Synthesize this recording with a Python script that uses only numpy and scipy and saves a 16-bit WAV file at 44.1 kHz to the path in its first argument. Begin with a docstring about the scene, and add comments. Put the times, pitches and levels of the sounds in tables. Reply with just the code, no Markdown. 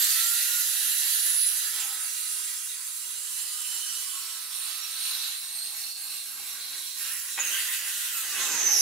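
"""Circular saw through plywood

In a workshop a hand-held saw spins up, cuts across a plywood sheet, breaks out at the far edge and coasts down.
Sines and narrow noise bands geared to the armature make its whine, shaft and tooth tones; shaped noise makes
the hiss of the blade and the rumble of sheet and guard; fluttering bands make the rubbing, decaying modes the
knocks. Another machine hums behind. Two close microphone ports hear it all, with the saw on the right."""
import sys
import numpy as np
from scipy import signal
from scipy.fft import rfft, irfft, next_fast_len
from scipy.io import wavfile
from scipy.ndimage import uniform_filter1d, map_coordinates

SR = 44100
rng = np.random.default_rng(int(sys.argv[2]) if len(sys.argv) > 2 else 0)


def generate_wav(signal):
    """Clip the signal to [-1, 1] and save it as 16-bit WAV at the path in sys.argv[1]."""
    frames = np.transpose(np.atleast_2d(signal))
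    scaled = np.clip(frames, -1, 1) * 32767
    pcm = np.round(scaled).astype(np.int16)
    wavfile.write(sys.argv[1], SR, pcm)


def volts(x):
    """Linear amplitude factor 10**(x/20) for a level x in dB, scalar or array-like."""
    e = np.asarray(x, float) / 20
    return 10 ** e


N = 388521
TIME = np.arange(N) / SR  # s


def unit(x):
    """Scale to rms 1."""
    return x / np.sqrt(np.mean(x ** 2) + 1e-20)


def along(points, hz):
    """Read (Hz, value) points on a log frequency axis."""
    f, v = np.transpose(points)
    return np.interp(np.log(hz + 1), np.log(f + 1), v)


def curves(rows):
    """One value per sample for each column after the time."""
    s, *cols = np.transpose(rows)
    return [np.interp(TIME, s, c) for c in cols]


def wobble(rate):
    """A smooth random curve, rate knots a second."""
    return map_coordinates(rng.standard_normal(int(N * rate / SR) + 4), [TIME * rate])


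def bump(s, length_s):
    """A smooth swell of height 1 around s."""
    return np.exp(-(2 * (TIME - s) / length_s) ** 2)


def filtered(x, response):
    """x times a response of frequency."""
    m = next_fast_len(N + 8192)
    return irfft(rfft(x, m) * response(np.fft.rfftfreq(m, 1 / SR)), m)[..., :N]


def phase(hz):
    """Running phase of a changing frequency."""
    return 2 * np.pi * np.cumsum(hz) / SR


def ports(alike):
    """Noise at the two microphone ports, its likeness following frequency."""
    turn = lambda hz: np.arccos(np.clip(alike(hz), -1, 1)) / 2
    weights = lambda hz: np.array([np.cos(turn(hz)), np.sin(turn(hz))])
    mid, side = filtered(rng.standard_normal((2, N)), weights)
    return np.array([mid + side, mid - side])


def band(hz, width_hz, alike):
    """Stereo narrow noise of rms 1 whose centre follows hz."""
    soft = lambda f: 1 / (1 + (2 * f / width_hz) ** 2)
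    a, b = (filtered(ports(lambda f: alike + 0 * f), soft) for _ in "ab")
    return unit(a * np.cos(phase(hz)) + b * np.sin(phase(hz)))


def tones(turns, orders, waver_db, apart):
    """Sines on multiples of a phase; each wavers alone and reaches the two ports a little out of step."""
    out = 0
    for k, db in orders:
        level = np.sqrt(2) * volts(db + waver_db * wobble(7))
        offset = rng.uniform(0, 2 * np.pi) + apart * k * np.array([[1], [-1]])
        out = out + level * np.sin(k * turns + offset)
    return out


def lift(hz, modes):
    """Gain of resonances (Hz, width Hz, dB) standing on a flat response."""
    return np.sqrt(1 + sum(volts(2 * db) / (1 + (2 * (hz - c) / w) ** 2) for c, w, db in modes))


# Six stages: running free, cut begun, mid cut, late cut, out of the wood, coasting.
# Where one stage gives way to the next, in seconds.
STAGE_CHANGES = [1.7, 4.2, 5.35, 7.4, 8.43]
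# How long each change takes, in seconds.
STAGE_CHANGE_LENGTHS = [0.27, 0.6, 0.076, 0.06, 0.45]


def stages(changes=STAGE_CHANGES):
    """The share of each stage over time, by linear crossfades."""
    passed = [np.clip((TIME - s) / w + .5, 0, 1) for s, w in zip(changes, STAGE_CHANGE_LENGTHS)]
    return -np.diff([np.ones(N), *passed, np.zeros(N)], axis=0)


# How loud the blade is, hand pushes aside. Each row: time in seconds, level in dB before small trims.
EFFORT = [(0, -23.5), (.25, -25), (.6, -26.5), (1.4, -29), (2.05, -33), (2.55, -34), (2.7, -35.5),
          (3.15, -35.5), (3.45, -33.5), (4.0, -33), (4.48, -37.5), (5.28, -34.5), (5.38, -38), (5.85, -36),
          (5.95, -38), (6.95, -37.5), (7.37, -37), (7.5, -31.5), (8.33, -32), (8.42, -31), (8.6, -30),
          (8.8, -33)]


def effort():
    """The blade's level in dB, to which the other parts are referred."""
    return curves(EFFORT)[0]


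# The hand pushes the saw on or eases off; the brief swell at 7.74 s is a knock. Each row: middle in seconds,
# length in seconds, change in dB.
PUSHES = [(1.125, 0.14, 1), (1.823, 0.068, 1.5), (2.176, 0.057, 0.5), (2.443, 0.28, 1.5), (3.4, 0.067, 1.5),
          (3.772, 0.15, 1.5), (4.248, 0.055, 1.5), (4.69, 0.16, 2), (5.082, 0.18, 3), (5.938, 0.044, -2.5),
          (6.124, 0.13, 3), (6.464, 0.16, 0.5), (6.787, 0.11, 1.5), (6.935, 0.06, -2), (7.01, 0.097, 3),
          (7.123, 0.16, 4.5), (7.296, 0.14, 3), (7.544, 0.32, 2.5), (7.74, 0.027, 3.5), (7.887, 0.05, 3.5),
          (8.026, 0.17, 2.5), (8.186, 0.071, 3.5), (8.426, 0.18, 3)]


def pushes():
    """The hand's uneven pressure in dB, with one brief knock, as a sum of swells."""
    return sum(db * bump(s, length_s) for s, length_s, db in PUSHES)


FREE_HZ, START_GAP_HZ, SPIN_UP_S = 268, 54, .205  # unloaded turns per s, shortfall at start, time constant
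OFF_S, COAST_S = 8.115, 1.09  # trigger released, time constant of the run-down
SLOW_HZ, SLOWEST_HZ = 233, 164  # coasting from one speed to the other the tones come forward
# The wood slows the armature. Each row: time in seconds, speed lost in turns per second.
LOAD = [(1.0, 0), (1.7, 4), (2.75, 20.5), (3.0, 22), (4.0, 20.5), (4.25, 23.5), (5.0, 25), (5.25, 30),
        (5.5, 42), (6.0, 37), (6.25, 42), (6.75, 39), (6.94, 33), (7.05, 22), (7.25, 15), (7.5, 7.5),
        (8.1, 4.5)]


def armature():
    """Wood load, turns per second and how far the coasting has gone (0 to 1); speed decays once power is off."""
    load, = curves(LOAD)
    driven = FREE_HZ - START_GAP_HZ * np.exp(-TIME / SPIN_UP_S) - load
    speed = driven * np.exp(-np.maximum(TIME - OFF_S, 0) / COAST_S)
    slowed = np.clip((SLOW_HZ - speed) / (SLOW_HZ - SLOWEST_HZ), 0, 1) * (TIME > OFF_S)
    return load, speed, slowed


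CHOKE_HZ = 28  # loads over this, in turns per s lost, pack the gullets


def choke(load):
    """How far the load packs the gullets, in turns per second beyond the limit."""
    return np.maximum(load - CHOKE_HZ, 0)


WHINE_FOLLOWS, WHINE_DRIFT_DB, WHINE_RISE_DB = 0.94, 5, 19  # share of hand pushes, random fade, coasting rise
NO_ARC_DB = -2  # without current the brushes stop arcing
HOUSING_RING_HZ, HOUSING_RING_DB = 6200, -6  # the housing goes on ringing under the slow whine
# Whine against the blade in each of the six stages, in dB before trims.
WHINE_DB = [-8.5, -10, -10.5, -9.5, -20, -15]
# Clean commutator lines in the whine. Each row: order of the armature, relative level in dB.
COMMUTATOR_LINES = [(37, -19), (38, -15), (39, -14), (40, -18)]
# The motor housing rings as the whine sweeps past. Each row: centre in Hz, width in Hz, lift in dB.
HOUSING_MODES = [(6230, 200, 5)]


def commutator_whine(turns, speed, slowed):
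    """Brush arcing smears most of the whine into bands geared to the armature, with clean lines inside."""
    level_db = effort() + WHINE_DB @ stages() + NO_ARC_DB * np.clip((TIME - OFF_S) / .05, 0, 1)
    level_db = level_db + WHINE_RISE_DB * slowed + WHINE_FOLLOWS * pushes() + WHINE_DRIFT_DB * wobble(5)
    # two upper bands come into range as the motor slows
    upper = band(77 * speed, 700, alike=.3) + volts(-3) * band(89 * speed, 700, alike=.3)
    upper = volts(np.interp(speed, [140, 158, 178], [-3, -11, -32])) * upper
    whine = band(38.2 * speed, 580, alike=.35) + upper + tones(turns, COMMUTATOR_LINES, 5, .015)
    ringing = volts(HOUSING_RING_DB) * band(HOUSING_RING_HZ + 0 * speed, 260, alike=.35)
    whine = volts(-1.5 * slowed) * whine + slowed ** 2 * ringing
    whine = volts(level_db + 2.5 + 1.3 * wobble(25)) * whine
    return filtered(whine, lambda hz: lift(hz, HOUSING_MODES))


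SHAFT_FREE_S = 6.8  # the shaft tones fade once the sheet hangs loose
ENTRY_S, ENTRY_LENGTH_S, JUDDER_DB = 1.8, .55, 8  # upper shaft tones swell as the blade enters the wood
SHAFT_CHOKE_DB, SHAFT_RISE_DB = -.7, 3.5  # loss per turn per s of choking, rise on coasting
# Lower shaft tones. Each row: order of the armature, relative level in dB.
SHAFT_LOW = [(1, -5), (3, -1)]
# Upper shaft tones. Each row: order of the armature, relative level in dB.
SHAFT_HIGH = [(4, -6), (5, -1), (6, -9), (7, -10)]
# Lower shaft tones against the blade in each of the six stages, in dB before a trim.
SHAFT_LOW_DB = [-58, -48, -42, -34, -48, -50]
# Upper shaft tones against the blade in each of the six stages, in dB before a trim.
SHAFT_HIGH_DB = [-52, -33, -28, -28, -40, -46]


def shaft_tones(turns, load, slowed):
    """Whole orders of the armature as sines, the upper ones weakened by packed gullets."""
    shares = stages([*STAGE_CHANGES[:3], SHAFT_FREE_S, STAGE_CHANGES[4]])
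    low_db = effort() + SHAFT_LOW_DB @ shares
    high_db = effort() + SHAFT_HIGH_DB @ shares + JUDDER_DB * bump(ENTRY_S, ENTRY_LENGTH_S)
    high_db = high_db + SHAFT_CHOKE_DB * choke(load) + SHAFT_RISE_DB * slowed
    low = volts(low_db + 1.5) * tones(turns, SHAFT_LOW, 2, .02)
    high = volts(high_db + 1.5) * tones(turns, SHAFT_HIGH, 3.5, .02)
    return low + high


TEETH_PER_TURN = 5.425  # tooth passages per turn of the armature
TOOTH_CHOKE_DB = -1.4  # loss per turn per s of choking
# Harmonics of the tooth tone. Each row: multiple, level in dB relative to the fundamental.
TOOTH_HARMONICS = [(2, -5), (3, -11), (4, -10), (5, -9), (6, -9)]
# The tooth tone against the blade. Each row: time in seconds, level in dB before a trim.
TOOTH_DB = [(0, -40), (.25, -32), (.5, -33), (.65, -42), (3.2, -40), (3.4, -54), (4.05, -54), (4.2, -37),
            (5.15, -36), (5.3, -38), (6.95, -38), (7.05, -31), (7.4, -34), (8.1, -38), (8.14, -29),
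            (8.21, -23), (8.275, -44), (8.33, -23), (8.46, -19), (8.5, -32), (8.57, -16), (8.62, -36),
            (8.72, -19), (8.8, -26)]


def tooth_tones(turns, load):
    """The teeth sing at their passing rate and its multiples, weaker when the gullets pack."""
    level_db = effort() + curves(TOOTH_DB)[0] + TOOTH_CHOKE_DB * choke(load)
    passing = TEETH_PER_TURN * turns
    return volts(level_db + 3.5) * (tones(passing, [(1, 0)], 2, .2) + tones(passing, TOOTH_HARMONICS, 5, .2))


# The guard rings when a shaft or tooth tone passes. Each row: centre in Hz, width in Hz, lift in dB.
GUARD_MODES = [(1356, 135, 10)]


def motor():
    """Shaft orders, tooth tones and commutator whine, all geared to one slightly unsteady armature."""
    load, speed, slowed = armature()
    turns = phase(speed * (1 + .0004 * wobble(20)))
    geared = shaft_tones(turns, load, slowed) + tooth_tones(turns, load)
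    return filtered(geared, lambda hz: lift(hz, GUARD_MODES)) + commutator_whine(turns, speed, slowed)


# Likeness of the roar at the two microphone ports. Each row: frequency in Hz, correlation.
ROAR_LIKENESS = [(60, 0.7), (300, 0.96), (1000, 0.98), (2500, 0.86), (8000, 0.39)]


def flickering_noise():
    """Stereo noise whose level flickers at random in patches of time and frequency."""
    z = signal.stft(ports(lambda hz: along(ROAR_LIKENESS, hz)), nperseg=512)[2]
    field = uniform_filter1d(uniform_filter1d(rng.standard_normal(z.shape[1:]), 8, 0), 10, 1)
    return signal.istft(z * volts(1.9 * unit(field)), nperseg=512)[1][:, :N]


SHEET_FOLLOWS = 1.6  # the sheet answers a push more than the blade
SHEET_LOOSE_S = 6.98  # the nearly severed sheet takes its free voice before the blade does
SHAKE_DB, SHAKE_S = 9, 0.16  # the sheet shakes after the first full knock: rise, decay time constant
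# Rumble of the sheet against the blade in each of the six stages, in dB before trims.
SHEET_DB = [-17.5, -20.5, -19, -18, -14.5, -8]
# The rumble swells and drops as the sheet flexes on the bench.
# Each row: middle in seconds, length in seconds, change in dB.
FLEXES = [(0, .2, 1.5), (1.664, 0.062, 7), (3.09, 0.24, 1), (1.893, 0.32, 4.5), (5.39, 0.066, -3.5),
          (5.932, 0.081, -3), (6.23, 0.096, -1.5), (6.44, 0.25, 5), (6.6, .08, 4.5), (6.745, 0.086, 6.5),
          (6.913, 0.08, -0.5), (7.33, 0.062, -7), (7.597, 0.16, -1), (7.95, 0.19, -2)]


def sheet_level(hiss_db, push_db, loose):
    """Level of the sheet in dB: it follows the hand strongly, flexes and shakes."""
    since = TIME - KNOCKS[1][0]
    shake_db = SHAKE_DB * np.exp(-np.abs(since) / SHAKE_S) * np.clip(since / 0.0072, 0, 1)
    flex_db = sum(db * bump(s, length_s) for s, length_s, db in FLEXES)
    return hiss_db + (SHEET_FOLLOWS - 1) * push_db + SHEET_DB @ loose + shake_db + flex_db


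# Colour of the roar, one table a stage. Each row: frequency in Hz, relative level in dB.
FREE_COLOUR = [(88, -72), (150, -46), (382, -34.5), (919, -29), (1750, -6), (2080, -13.5), (8150, -3.5),
               (9900, -3), (13000, -2.5), (15800, -10.5)]
# Cut begun. Each row: frequency in Hz, relative level in dB.
BEGUN_COLOUR = [(88, -68), (150, -51), (390, -22.5), (647, -25.5), (1500, -5.5), (2120, -10), (2960, -8.5),
                (9520, -0.5), (15800, -10)]
# Mid cut. Each row: frequency in Hz, relative level in dB.
MID_COLOUR = [(88, -61), (150, -38), (901, -15.5), (1300, -10), (2210, -8), (4040, -4.5), (5310, -7),
              (11300, -2.5), (15800, -13)]
# Late cut. Each row: frequency in Hz, relative level in dB.
LATE_COLOUR = [(88, -62), (150, -37.5), (634, -24.5), (1090, -15.5), (3200, -7), (4040, -3.5), (5000, -5.5),
               (10900, -2.5), (15800, -11)]
# Out of the wood. 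Each row: frequency in Hz, relative level in dB.
OUT_COLOUR = [(88, -57), (150, -38), (955, -23), (1890, -3), (2250, -8), (2630, -2), (5000, -2.5),
              (11300, 1.5), (15800, -2)]
# Coasting. Each row: frequency in Hz, relative level in dB.
COAST_COLOUR = [(88, -68), (150, -32), (300, -25.5), (420, -16.5), (1000, -17), (1850, -9), (4370, -11),
                (6320, -2), (9900, -14), (13300, -14), (15800, -26)]
# Modes of the steel blade, plus one broad band near 8880 Hz where the whine gathers under load. Each row:
# centre in Hz, width in Hz.
BLADE_MODES = [(1945, 30), (2700, 70), (2869, 14), (4000, 600), (4650, 150), (5630, 50), (6450, 150),
               (7430, 50), (8880, 250), (9920, 90), (10870, 220), (11170, 70), (11650, 110), (12850, 60),
               (13130, 70), (14100, 110), (15050, 90), (15500, 130)]
# Their strength changes as the wood grips the plate. One row a mode: dB over the roar in the six stages.
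GRIP_DB = [(5, 6, 2, 4, -12, 5.5), (4.5, 7, 6, 4.5, 5.5, 5), (12.5, 9, 1, -3, 11, -2),
           (6, 0.5, 4.5, -3, -8, -4), (2.5, -4, 2.5, -1, 1, 2), (-14, -3, 12, 10.5, -2, -6),
           (2, 2.5, 2, 0, -6, 1), (9.5, 11, 9.5, 11.5, -3, -4), (-3, 1.5, 6, 3, -2, -9),
           (0, 9.5, -3, -1, 5.5, -9), (-8, -1, 4, 12, -3, -9), (-1, 12, 3, 1, 0, -8),
           (7.5, 5, 11, 8, 4.5, -9), (0, 10, 2, 9, -3, 10), (7, 2, 1, 8, -2, 0), (-9, -3, 2, 10, -4, -9),
           (0, 8, 12, 11, -4, -9), (-4, 1, 9, 13, -10, -9)]
# Low resonances of sheet, bench and room. Each row: centre in Hz, width in Hz, dB over the roar.
SHEET_MODES = [(221, 5.2, 15), (304, 20, 10.5), (397, 12, 11), (814, 3.5, 14.5), (1045, 11, 9.5),
               (1093, 10.5, 10), (1550, 23, 2.5)]


def roar():
    """Air, chips and rubbing excite blade and sheet; the colour passes from stage to stage."""
    shares = stages()
    loose = stages([*STAGE_CHANGES[:3], SHEET_LOOSE_S, STAGE_CHANGES[4]])
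    push_db = pushes()
    hiss_db = effort() + push_db
    sheet_db = sheet_level(hiss_db, push_db, loose)
    noise = flickering_noise()
    high = lambda hz: 1 / (1 + (2300 / (hz + 1)) ** 8)  # blade above, sheet below
    split = lambda hz: np.array([high(hz), 1 - high(hz)])[:, None]
    colours = [FREE_COLOUR, BEGUN_COLOUR, MID_COLOUR, LATE_COLOUR, OUT_COLOUR, COAST_COLOUR]
    hiss, sheet = 0, 0
    for k, colour in enumerate(colours):
        modes = SHEET_MODES + [(c, w, dbs[k]) for (c, w), dbs in zip(BLADE_MODES, GRIP_DB)]
        up, down = filtered(noise, lambda hz: volts(along(colour, hz)) * lift(hz, modes) * split(hz))
        hiss = hiss + shares[k] * unit(up)
        sheet = sheet + loose[k] * unit(down)
    feed = wobble(12)  # the hand feeds the saw unevenly
    hiss = volts(hiss_db + 0.5 + 0.34 * feed + 0.42 * wobble(40)) * hiss
    return hiss + volts(sheet_db + 0.3 + 0.58 * feed) * sheet


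SCREECH_WANDER_HZ, SCREECH_WIDTH_HZ = 54.75, 630
# The plate screeches while the kerf grips it. Each row: time in seconds, relative level in dB, centre in Hz.
SCREECH = [(4.4, -54, 4104), (5.0, -42, 4024), (5.31, -37, 4060), (5.42, -45, 4057), (5.66, -39, 4264),
           (5.75, -44.5, 4124), (5.9, -40.5, 4300), (5.98, -46, 4300), (6.18, -38, 4026),
           (6.23, -46.5, 4066), (6.35, -49.5, 4170), (6.47, -43.5, 3950), (6.55, -44, 4030),
           (6.62, -42, 4063), (6.9, -42, 4143), (7.2, -53, 4250)]


def screech():
    """Stick-slip of the gripped plate against the wood: a wandering, fluttering band."""
    on = np.clip(np.minimum(TIME - SCREECH[0][0], SCREECH[-1][0] - TIME) / .2, 0, 1)
    level_db, hz = curves(SCREECH)
    level = on * volts(level_db + 2.3 * wobble(100))
    return level * band(hz + SCREECH_WANDER_HZ * wobble(5), SCREECH_WIDTH_HZ, alike=0.83)


RUB_ATTACK_S, RUB_FADE_DB, RUB_WIDTH_HZ = 0.012, -8.5, 380
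# The plate rubs on leaving. Each row: start in seconds, length in seconds, first Hz, last Hz,
# starting level in dB.
RUBS = [(7.39, 0.037, 6800, 6660, -21), (7.44, .14, 6500, 6100, -34), (7.40, 0.11, 2550, 2700, -37.5),
        (7.5, 0.075, 2950, 3110, -30.5), (7.57, 0.2, 2950, 2660, -42)]


def exit_rubs():
    """Short stick-slip rubs: fluttering bands that glide in pitch and fade."""
    out = 0
    for s, length_s, from_hz, to_hz, db in RUBS:
        gone = np.clip((TIME - s) / length_s, 0, 1)
        on = np.clip(np.minimum(TIME - s, s + length_s - TIME) / RUB_ATTACK_S, 0, 1)
        level = on * volts(db + RUB_FADE_DB * gone + 1.9 * wobble(100))
        out = out + level * band(from_hz + (to_hz - from_hz) * gone, RUB_WIDTH_HZ, alike=0.52)
    return out


# Single modes of sheet and plate sing for a moment.
# Each row: middle in seconds, length in seconds, centre in Hz, width in Hz, relative level in dB.
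SINGS = [(0, 0.32, 298, 37, -63), (1.868, 0.26, 800, 70, -56), (3.8, 1, 2990, 170, -47),
         (3.86, 0.53, 5710, 30, -43), (4.15, 0.33, 1097, 16, -51)]


def singing_modes():
    """Narrow noise bands of sheet and plate swell and fade."""
    return sum(volts(db) * bump(s, length_s) * band(hz + 0 * TIME, width_hz, alike=0.93)
               for s, length_s, hz, width_hz, db in SINGS)


def butter_noise(low_hz, high_hz, count):
    """Band-passed noise of rms 1."""
    sos = signal.butter(2, [low_hz, high_hz], "band", fs=SR, output="sos")
    return unit(signal.sosfilt(sos, rng.standard_normal(count)))


THUD_DB, THUD_S = -16, 1.1  # the bench under the ringing, and its t60
CRACK_DB, CRACK_S = 14, .08  # splintering fibres over the ringing, and their t60
# The offcut breaks free and bumps. Each row: start in seconds, level in dB before a trim.
KNOCKS = [(7.356, -42), (7.373, -27), (7.384, -24.5)]
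# Modes of the offcut. Each row: frequency in Hz, relative level in dB, t60 in seconds.
OFFCUT_MODES = [(800, -1.5, 0.07), (890, -4, 0.06), (1384, 6, 0.086), (1540, -7, .054), (1760, 2, 0.07),
                (1940, 10, 0.031), (2510, 12, 0.056), (3140, 8, 0.037)]


def breakout():
    """The offcut knocks as it breaks away: decaying modes, a crack of fibres and a thud of the bench."""
    out, t = np.zeros(N + SR), np.arange(SR // 2) / SR
    for s, db in KNOCKS:
        knock = 0
        for hz, level, t60 in OFFCUT_MODES:
            decay = volts(level + rng.normal(0, 3) - 60 * t / t60)
            knock = knock + decay * np.sin(2 * np.pi * hz * t + rng.uniform(0, 2 * np.pi))
        knock = knock + volts(CRACK_DB - 60 * t / CRACK_S) * butter_noise(750, 3500, len(t))
        thud = volts(THUD_DB - 60 * t / THUD_S) * butter_noise(260, 750, len(t))
        knock = knock + thud * (1 - np.exp(-t / .015))
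        out[round(s * SR):][:len(t)] += volts(db - 12.5) * knock * (1 - np.exp(-t / 0.003)) ** 2
    return out[:N]


# Decay of the echoes. Each row: frequency in Hz, t60 in seconds.
WALL_DECAY = [(500, 0.31), (4000, 0.25), (14000, 0.1)]


def walls(x, count):
    """Echoes of bench and walls comb the sound finely; the pattern changes as the saw moves on."""
    out, step = np.zeros((2, N + SR)), N // count + 1
    for k in range(count + 1):
        hz, t, z = signal.stft(rng.standard_normal((2, SR // 2)), SR, nperseg=256)
        tail = signal.istft(z * volts(-60 * t / along(WALL_DECAY, hz)[:, None]), SR, nperseg=256)[1]
        a, b = max((k - 1) * step, 0), min((k + 1) * step, N)
        piece = x[:, a:b] * np.cos(np.pi / 2 * (np.arange(a, b) / step - k))  # crossfaded pieces
        wet = signal.fftconvolve(piece, tail / np.linalg.norm(tail[0]), axes=1)
        out[:, a:a + wet.shape[1]] += wet
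    # the ports are close: long waves reach both alike
    mid = filtered((out[0] + out[1])[:N] / 2, lambda hz: 1 / (1 + (900 / (hz + 1)) ** 4))
    side = filtered((out[0] - out[1])[:N] / 2, lambda hz: 1 / (1 + (1900 / (hz + 1)) ** 4))
    return np.array([mid + side, mid - side])


# Lean of the saw to the right port. Each row: frequency in Hz, left minus right in dB.
LEAN = [(60, -1), (240, -3.7), (950, -3), (3770, -4.3), (15000, -5.2)]
# Movement as the saw travels. Each row: time in seconds, left minus right in dB; only departures
# from the mean are played.
TRAVEL = [(0, -2.9), (2, -2.6), (4.8, -3), (5.1, -1.6), (8.2, -1.8), (8.8, -2.8)]


def placed(saw):
    """Level differences between the ports put the saw on the right, more so in the treble."""
    side = np.array([[.5], [-.5]])
    pan_db, = curves(TRAVEL)
    return filtered(saw, lambda hz: volts(side * along(LEAN, hz))) * volts(side * (pan_db - pan_db.mean()))


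# The other machine in the workshop. Each row: frequency in Hz, level in dB rms about which it wavers.
HUM = [(192, -86), (384, -80), (576, -79)]
# Colour of the distant rumble. Each row: frequency in Hz, relative level in dB.
RUMBLE_COLOUR = [(15, -42), (25, -6), (75, -4.5), (107, 7), (150, -11), (190, -14), (260, 5), (440, -120)]
# The rumble swells at the end. Each row: time in seconds, level in dB.
RUMBLE_DB = [(0, -79), (7.3, -86), (8.2, -77), (8.8, -67)]


def workshop():
    """Wavering sines for another machine's hum over a low rumble of shaped noise."""
    rumble = unit(filtered(ports(lambda hz: .9 + 0 * hz), lambda hz: volts(along(RUMBLE_COLOUR, hz))))
    hum = sum(np.sqrt(2) * volts(db + 3 * wobble(5)) * np.sin(2 * np.pi * hz * TIME) for hz, db in HUM)
    return hum + volts(curves(RUMBLE_DB)[0]) * rumble


def scene():
    """The saw, direct and by way of the walls, in front of the workshop."""
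    drive = motor()
    cut = roar() + screech() + exit_rubs() + singing_modes() + breakout()
    # the motor faces the ports, so less of it arrives by way of the walls
    saw = volts(-2.5) * (drive + cut) + volts(-3) * walls(cut + .5 * drive, count=10)
    return placed(saw) + workshop()


def low_pass(x):
    """A steep low-pass at 16040 Hz that trims the very top of the treble."""
    return signal.sosfilt(signal.butter(12, 16040, fs=SR, output="sos"), x)


def record(dry):
    """The camera keeps nothing above its band limit of 15770 Hz."""
    mix = filtered(dry, lambda hz: hz < 15770)
    return low_pass(mix)


dry = scene()
out = record(dry)
generate_wav(out)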